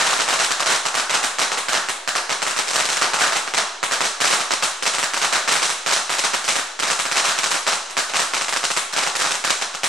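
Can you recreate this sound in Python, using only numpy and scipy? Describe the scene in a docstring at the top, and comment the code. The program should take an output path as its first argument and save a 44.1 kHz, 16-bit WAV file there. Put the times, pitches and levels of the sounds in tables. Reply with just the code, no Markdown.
"""A string of firecrackers burns on the tarmac under a concrete porch roof, some metres from a stereo camera.
Each cracker sends an N-shaped shock: straight, off the ground and cars, off the roof, off its coffers and the
far wall. The porch and forecourt ring on as noise that dies band by band, over a faint low noise floor.
The difference of the camera's two ports widens the bass; the camera rounds the loudest peaks and cuts the top."""
import sys
import numpy as np
from scipy import signal
from scipy.fft import rfft, irfft
from scipy.io import wavfile
from scipy.ndimage import uniform_filter1d

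SR = 44100
rng = np.random.default_rng(int(sys.argv[2]) if len(sys.argv) > 2 else 0)


def digitize_waveform(pressure):
    """Quantize a signal to 16-bit integers and store it at the path in sys.argv[1].

    Rows of a 2-D input are taken as channels; values are limited to [-1, 1].
    """
    field = np.atleast_2d(pressure).T
    bounded = np.clip(field, -1, 1)
    quanta = np.round(bounded * 32767).astype(np.int16)
    wavfile.write(sys.argv[1], SR, quanta)


N = 435708
LEAD = SR // 4  # samples computed ahead of the start, for crackers that still ring then


def undb(db):
    """Turns a level in dB into a gain."""
    return 10 ** (np.asarray(db, float) / 20)


def colour(x, table):
    """Causal (minimum-phase) filter with the gain of (Hz, dB) points, from the folded cepstrum."""
    hz, db = np.transpose(table)
    size = 4096
    bins_hz = np.arange(1, size // 2 + 2) * SR / size
    log_gain = np.log(undb(np.interp(np.log(bins_hz), np.log(hz), db)))
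    # folding the cepstrum onto positive times makes the response causal
    cepstrum = irfft(log_gain)
    cepstrum[1:size // 2] *= 2
    cepstrum[size // 2 + 1:] = 0
    response = irfft(np.exp(rfft(cepstrum)))
    return signal.fftconvolve(x, response)[:len(x)]


def crackers():
    """Every cracker and the smaller neighbour that it lights: time, strength, treble, straight crack."""
    # one row per cracker; the first rows go off before the start and still ring:
    # t/s, strength level/dB, treble against body level/dB, straight crack level/dB
    bangs = [(-.16,-16,0,-9),(-.09,-18,0,-9),(-.05,-8.5,1,-5),(-.02,-13,-6,-11),(.0018,-17.5,-0.5,-12),(0.0158,-17,-3,-9),(0.0396,-15.5,-4,-15),(0.0583,-14.5,-2.5,-10),(0.0963,-17.5,2,-11),(0.1242,-15,0.5,-6),(0.166,-24,2,-9),(0.1915,-14,-2.5,-9),(.2084,-17,0,-9),(.279,-15,-2,-9),(0.2977,-15,-1,-9),(0.325,-17,-2,-10),(0.3289,-16.5,2,-9),(0.3904,-11.5,-1,-8),(0.409,-19,0.5,-11),(.4335,-16.5,1.5,-8),(0.5071,-18.5,4.5,-6),(.5967,-13,-3.5,-10),(0.6174,-24,-3,-11),(0.659,-12,0,-15),(0.6679,-20,-7,-15),(0.6944,-13,-2,-8),(0.7056,-19,2,-9),(0.716,-19,-3,-11),(0.7211,-17.5,1,-6),(.7484,-27,9,-10),(0.8543,-14.5,-1.5,-7),(0.9433,-16,-0.5,-7),(.9702,-15,-2.5,-8),(.9898,-19,1,-9),(1.0959,-13.5,-1,-7.5),(1.1317,-24,8,-11),(1.1413,-11.5,-4,-5),(1.2299,-19,5,-10),(1.2403,-17,-1,-6),(1.3856,-13.5,0,-6),(1.4074,-12.5,-4.5,-12),(1.4165,-17.5,1,-11),(1.518,-14.5,-4.5,-3.5),(1.5745,-18.5,1.5,-7),(1.6847,-16,1.5,-7.5),(1.7241,-18,3,-10),(1.7338,-18.5,-6,-13),(1.7432,-12.5,-7,-5),(1.7652,-21,-3,-14),(1.8869,-17.5,1,-5),(2.0764,-16.5,2.5,-5.5),(2.1532,-10.5,-4,-6),(2.2946,-13.5,-5,-6),(2.3168,-20.5,2.5,-11),(2.4193,-15.5,-0.5,-9),(2.4662,-16.5,-0.5,-5),(2.502,-20,1,-18),(2.5641,-20.5,4,-9),(2.5806,-17,-1.5,-10),(2.6735,-29,11,-19),(2.698,-22.5,5,-23),(2.7335,-23.5,7.5,-11.5),(2.7507,-16,3.5,-11),(2.7788,-20,3,-12),(2.7934,-13.5,-1,-6),(2.8456,-23,6.5,-14),(2.8881,-18.5,4.5,-11),(2.9172,-18.5,1,-13),(2.9621,-19,4,-11),(3.0141,-7.5,-5.5,-7),(3.0281,-18,-7,-5),(3.0351,-21,-3,-11),(3.1349,-11.5,-3,-4),(3.1893,-20,3,-8),(3.209,-8,-3,-3),(3.2357,-18.5,2,-5),(3.2637,-18,0,-11),(3.3234,-16.5,-2,-6),(3.3543,-18.5,0.5,-16),(3.3602,-16.5,-1,-11),(3.3836,-33,-3,-18),(3.4768,-22.5,-5,-8),(3.538,-16,.5,-3.5),(3.5709,-11,-2.5,-11),(3.5905,-19,-5,-8),(3.8299,-13.5,-2.5,-4),(3.912,-17.5,2.5,-8),(3.9279,-14,-2,-8),(4.0067,-14.5,-1.5,-4),(4.044,-21,6.5,-9),(4.0573,-21.5,1,-9),(4.2037,-19.5,5,-7),(4.2106,-13.5,-0.5,-9),(4.2457,-15.5,3.5,-3),(4.2672,-18.5,4.5,-10),(4.3026,-19,5,-17),(4.3185,-11.5,-5,-19),(4.3291,-13.5,-0.5,-5),(4.3985,-25,0,-7),(4.4051,-20,0,-13),(4.5078,-17,1,-3.5),(4.5272,-18.5,1,-6),(4.6248,-15.5,1.5,-4),(4.6303,-21,6.5,-14),(4.6474,-22,1,-7),(4.8249,-21,5.5,-7),(4.8555,-16,1.5,-6),(4.8648,-17,3,-10),(4.9373,-17.5,1,-10),(4.9841,-16,-.5,-8),(5.0292,-16,2,-3),(5.1359,-16,-1,-6.5),(5.1676,-22.5,5.5,-8.5),(5.216,-14.5,1,-7),(5.2384,-16.5,0,-5),(5.2482,-18,-5,-4),(5.325,-12.5,-0.5,-9),(5.3294,-23,2,-7),(5.3485,-13.5,-1,-11),(5.4774,-16,-1.5,-4),(5.4818,-12,-2.5,-4),(5.5132,-15,3.5,-9),(5.526,-21,2,-10),(5.5548,-19,1,-5),(5.566,-19.5,2,-9),(5.6203,-17.5,6,-10),(5.6433,-19,4,-14),(5.6945,-17.5,1,-10),(5.8625,-17.5,2.5,-4.5),(5.8797,-19.5,1.5,-8),(5.9005,-19,3.5,-8),(5.9238,-21.5,12,-8),(5.9636,-13.5,-4.5,-3.5),(6.0948,-16,-0.5,-7.5),(6.1162,-18.5,-0.5,-13),(6.1393,-18,-2,-6),(6.1835,-20.5,7,-16),(6.2387,-14,-0.5,-9),(6.2421,-18.5,2,-9),(6.3352,-18,0.5,-7),(6.3402,-19,0,-7),(6.442,-22,4,-22),(6.4793,-15.5,3.5,-7.5),(6.492,-22,6,-13),(6.516,-24,2,-17),(6.5558,-17.5,1,-5),(6.588,-20,-1,-7),(6.7918,-21,3.5,-11.5),(6.8254,-13.5,-1,-7),(6.8715,-20,2.5,-14),(6.902,-15,2.5,-4),(6.9912,-17,2.5,-9),(7.0541,-18.5,0,-7),(7.1145,-16.5,2,-5),(7.1572,-16,1.5,-6),(7.1706,-11.5,-0.5,-10),(7.2422,-17.5,2.5,-10),(7.251,-14.5,-3,-16),(7.2815,-15,2,-6),(7.3104,-24,4,-11),(7.38,-20,5.5,-10),(7.4336,-20,6,-6),(7.46,-20,1,-8),(7.506,-17,3,-18),(7.5163,-23,1.5,-8),(7.543,-16.5,0,-4),(7.6671,-12.5,-1.5,-5),(7.6795,-17.5,2,-3),(7.7231,-16.5,1,-5.5),(7.8979,-29,2,-24),(7.9687,-16,2.5,-4),(7.989,-18.5,3,-5),(8.088,-23,-1,-24),(8.1372,-14,-4.5,-5),(8.1562,-18.5,6,-7),(8.1891,-17.5,1.5,-10),(8.1943,-20,0,-5),(8.2181,-20.5,3,-7),(8.3362,-16.5,1,-4),(8.368,-21,2,-6),(8.412,-19,1.5,-4),(8.4834,-22,4,-6),(8.526,-20.5,3.5,-6),(8.563,-19,2,-3),(8.6321,-21.5,2,-8),(8.6392,-22.5,8.5,-9),(8.7037,-22,7,-9),(8.7656,-14.5,1,-6),(8.9259,-19.5,1.5,-26),(8.964,-19,3,-5.5),(8.9771,-14.5,0,-6),(9.024,-20,2,-8),(9.0663,-15,-2.5,-5),(9.153,-22.5,6.5,-8),(9.1912,-17,1.5,-17),(9.2123,-20,6,-8),(9.2433,-14,-5,-6),(9.2634,-24,5.5,-8),(9.3087,-21,5.5,-6),(9.3411,-21.5,1,-14),(9.4406,-16.5,3.5,-9),(9.4699,-18,-2,-11),(9.4972,-16,5,-12),(9.6145,-18,0.5,-9),(9.7418,-23,0,-15),(9.834,-14.5,2,-4.5),(9.8593,-21.5,-3,-8)]
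    mean_wait_ms, neighbour_db, neighbour_scatter_db = 5, -12.5, 4
    s, db, treble_db, crack_db = np.transpose(bangs)
    wait_s = mean_wait_ms / 1000 * rng.exponential(size=len(s))
    less_db = neighbour_db + neighbour_scatter_db * rng.standard_normal(len(s))
    all_s = np.r_[s, s + wait_s]
    all_db = np.r_[db, db + less_db]
    all_treble_db = np.r_[treble_db, treble_db]
    all_crack_db = np.r_[crack_db, crack_db + .7 * less_db]
    return all_s, all_db, all_treble_db, all_crack_db


def shocks(s, db, group, count):
    """N-waves of one group of paths, mid and side: a jump down, a bowed ramp up, a jump back into suction."""
    typical_length_ms, bow = .36, 1.6
    front, front_ms = .8, .06  # depth of the first jump and its decay
    suction, suction_ms = .6, .3  # depth after the last jump and its decay
    after_ms, spread_ms, path_db, edge_ms, scatter_db, side = group
    chance = rng.standard_normal((len(s), 4 * count)).reshape(-1, 4).T
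    late, longer, louder, aside = chance
    length = typical_length_ms * np.exp(.13 * longer)[:, None]

    # the last jump of each wave marks its arrival
    end = LEAD + (np.repeat(s, count) + (after_ms + spread_ms * late) / 1000) * SR
    gain = undb(np.repeat(db, count) + path_db + scatter_db * louder)
    place = end.astype(int)[:, None] + np.arange(-32, 64)
    t = (place - end[:, None]) * 1000 / SR + length  # ms since the first jump

    begun = (1 + np.tanh(t / edge_ms)) / 2
    over = (1 + np.tanh((t - length) / edge_ms)) / 2
    ramp = np.clip(t / length, 0, 1) ** bow - front * np.exp(-np.abs(t) / front_ms)
    tail = suction * np.exp(-np.abs(t - length) / suction_ms)
    wave = gain[:, None] * ((begun - over) * ramp - over * tail)

    # single paths keep their bearing, scattered ones come from either side
    bearing = side * (1 + .5 * aside) if count == 1 else side * aside
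    place = np.clip(place, 0, LEAD + N).ravel()
    mid_and_side = (wave, wave * bearing[:, None])
    return np.array([np.bincount(place, w.ravel(), LEAD + N + 1)[:-1] for w in mid_and_side])


def hollow(x):
    """The hollow coffers ring briefly when the roof echo strikes them: a short decaying sine is added."""
    pitch_hz, t60_ms, level_db = 1425, 6.2, -23.5
    t = np.arange(SR // 20) / SR
    ring = np.sin(2 * np.pi * pitch_hz * t) * undb(level_db - 60000 * t / t60_ms)
    return x + signal.fftconvolve(x, ring[None])[:, :x.shape[1]]


def all_shocks(s, db, treble_db, straight_db):
    """Shocks along every path from the string to the microphones: whole ones and scattered ones, mid and side."""
    # groups of arrivals: after their reference t/ms, spread t/ms, path level/dB, edge t/ms,
    # scatter level/dB, side share [ratio]
    straight = (0.08, 0.0031, 1.4, 0.023, 0, -0.62)
    ground_cars = (1.8, 0.483, 1.3, 0.02, 2.1, 1.3)
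    roof = (.09, 0, 3.5, .07, 0, -.1)
    roof_edges = (1.7, 0.83, 1.4, 0.015, 5, 1.4)
    coffers = (0.386, 0.73, 4.1, 0.017, 4.2, 0.41)
    far_wall = (31.5, 2.5, 1.5, .04, 4, .2)
    # echoes come sooner as the fire creeps along the string: t/s, roof lag t/ms, coffer lag t/ms
    lags = [(0, 7.7, 14.5), (1.5, 7.68, 14.6), (2.5, 7.53, 14.4), (4.5, 7.32, 13.4), (9.9, 7.27, 13.1)]
    # small surfaces throw back mostly treble: f/Hz, level/dB
    small_surfaces = [(100, -12.5), (500, -3.5), (1500, -10), (3000, -0.5), (4100, 1), (8000, 3.5),
                      (12000, 1.5)]
    roof_lag_scatter_ms = .07
    roof_base_db, roof_growth_db_per_s, roof_scatter_db = 0.5, 0.27, 2.5

    # the roof echo grows along the string as the fire nears
    roof_db = (db + straight_db) / 2 + roof_base_db + roof_growth_db_per_s * s
    roof_db = roof_db + roof_scatter_db * rng.standard_normal(len(s))
    when, roof_ms, coffer_ms = np.transpose(lags)
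    # the roof lag varies a little from cracker to cracker
    roof_lag_ms = np.interp(s, when, roof_ms) + roof_lag_scatter_ms * rng.standard_normal(len(s))
    roof_s = s + roof_lag_ms / 1000
    coffer_s = s + np.interp(s, when, coffer_ms) / 1000
    sharp_db = db + treble_db

    whole = shocks(s, straight_db, straight, count=1)
    whole += hollow(shocks(roof_s, roof_db, roof, count=1))
    broken = shocks(s, sharp_db, ground_cars, count=5)
    broken += shocks(roof_s, sharp_db, roof_edges, count=5)
    broken += shocks(coffer_s, sharp_db, coffers, count=5)
    broken += shocks(s, db, far_wall, count=8)
    return whole + np.array([colour(v, small_surfaces) for v in broken])


def space():
    """Response of porch and forecourt from one spot: echoes thicken to noise, each band dies at its rate."""
    # decay by band: f/Hz, t60 under the roof t/s, t60 of the forecourt t/s
    decay = [(113, 0.062, 0.082), (185, 0.25, 0.3), (370, 0.42, 2.2), (690, 0.45, 1.42), (1310, 0.48, 1.13),
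             (3000, 0.26, 1.1), (6450, 0.43, 1.17), (12000, 0.36, 0.59)]
    forecourt_db, build_ms = -10, 7.85
    sparse_db, dense_ms = 7.5, 46  # early unevenness of the echoes, and how fast it evens out
    patchy_db = 2.5
    t = np.arange(SR) / SR
    echoes, uneven = rng.standard_normal((2, SR))
    x = echoes * undb(sparse_db * np.exp(-t * 1000 / dense_ms) * uneven)
    build_up = 1 - np.exp(-t * 1000 / build_ms)
    x *= build_up / np.sqrt(uniform_filter1d(x ** 2, size=3000))

    # each spot favours other pitches, in patches a third of an octave wide
    log_f = np.log(np.arange(1, SR // 2 + 2))
    patches = np.linspace(np.log(200), np.log(12000), num=18)
    favour = rng.standard_normal(len(patches))
    spectrum = rfft(x) * undb(patchy_db * np.interp(log_f, patches, favour))

    centres, short_s, long_s = np.transpose(decay)
    out = 0
    for k, share in enumerate(np.eye(len(decay))):
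        # the powers of the two decays add
        roof_power = undb(-120 * t / short_s[k])
        forecourt_power = undb(2 * forecourt_db - 120 * t / long_s[k])
        band = irfft(spectrum * np.interp(log_f, np.log(centres), share), SR)
        out = out + np.sqrt(roof_power + forecourt_power) * band
    return out


def ringing(s, db, treble_db, table, level_db):
    """Crackers go off at several spots in turn, each with its own response of the space."""
    treble_hz, spots = 2600, 6
    low = signal.butter(2, treble_hz, fs=SR, output="sos")
    high = signal.butter(2, treble_hz, "high", fs=SR, output="sos")
    out = 0
    for spot in range(spots):
        here = slice(spot, None, spots)
        place = (LEAD + s[here] * SR).astype(int)
        body = np.bincount(place, undb(db[here]), LEAD + N)[:LEAD + N]
        crack = np.bincount(place, undb((db + treble_db)[here]), LEAD + N)[:LEAD + N]
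        # the minus keeps the two halves from cancelling at the crossover
        kicks = signal.sosfilt(low, body) - signal.sosfilt(high, crack)
        out = out + signal.fftconvolve(kicks, space())[:LEAD + N]
    # the colour's own energy is divided out, so only its shape counts
    unit = colour(np.eye(1, 4096)[0], table)
    return undb(level_db) * colour(out, table) / np.sqrt(np.sum(unit ** 2))


def low_noise():
    """Faint low noise floor, below 40 Hz, independent left and right."""
    lowpass = signal.butter(4, 40, fs=SR, output="sos")
    noise = signal.sosfilt(lowpass, rng.standard_normal((2, N)))
    return undb(-72) * noise / noise.std()


def scene():
    """Shocks on their paths, the ringing space and a faint low noise floor, as left and right."""
    # microphone colour for the shocks, mid and side: f/Hz, level/dB
    mic_mid = [(60, -38), (150, -11.5), (400, -3), (1000, 0), (3000, -1), (8000, 2), (10000, -11.5),
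               (12000, -3), (16000, -28)]
    mic_side = [(60, -29), (200, 2), (500, 3), (1200, -1), (4000, -16), (8500, -2), (12000, -13),
                (16000, -40)]
    # colour of the ringing space, mid and side: f/Hz, level/dB
    ring_mid = [(50, -76), (85, -30), (150, -2.5), (290, -10.5), (470, -7.5), (660, 0.5), (850, 1),
                (1400, 3.5), (2300, -2.5), (3640, -3), (4070, -0.5), (4450, -5.5), (8350, -4),
                (11200, -13.5), (15000, -47)]
    ring_side = [(18, -57), (30, -27), (64, -29), (189, -8.5), (473, -6), (1320, -1), (4420, -6.5),
                 (8300, -4.5), (11400, -11), (13700, -30), (16000, -56)]
    # the lower middle that leans to the right channel: f/Hz, level/dB
    lean_colour = [(100, -18), (600, 3), (2500, -16)]
    lean = -0.065  # share of the mid; negative leans right

    s, db, treble_db, straight_db = crackers()
    mid, side = all_shocks(s, db, treble_db, straight_db)
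    mid = colour(mid, mic_mid) + ringing(s, db, treble_db, ring_mid, level_db=-6.5)
    side = colour(side, mic_side) + ringing(s, db, treble_db, ring_side, level_db=-13.5)
    side += lean * colour(mid, lean_colour)
    left_right = np.array([mid + side, mid - side])[:, LEAD:]
    return left_right + low_noise()


def record(dry):
    """The camera rounds the loudest peaks, dulls the top octave, sits slightly off zero and cuts the top."""
    ceiling, offset = 0.76, -.0039  # of full scale
    dull_hz, top_hz = 12000, 16000
    rounded = ceiling * np.tanh(dry / ceiling)
    soft = signal.sosfilt(signal.butter(3, dull_hz, fs=SR, output="sos"), rounded)
    return signal.sosfilt(signal.ellip(8, .2, 70, top_hz, fs=SR, output="sos"), soft + offset)


dry = scene()
out = record(dry)
digitize_waveform(out)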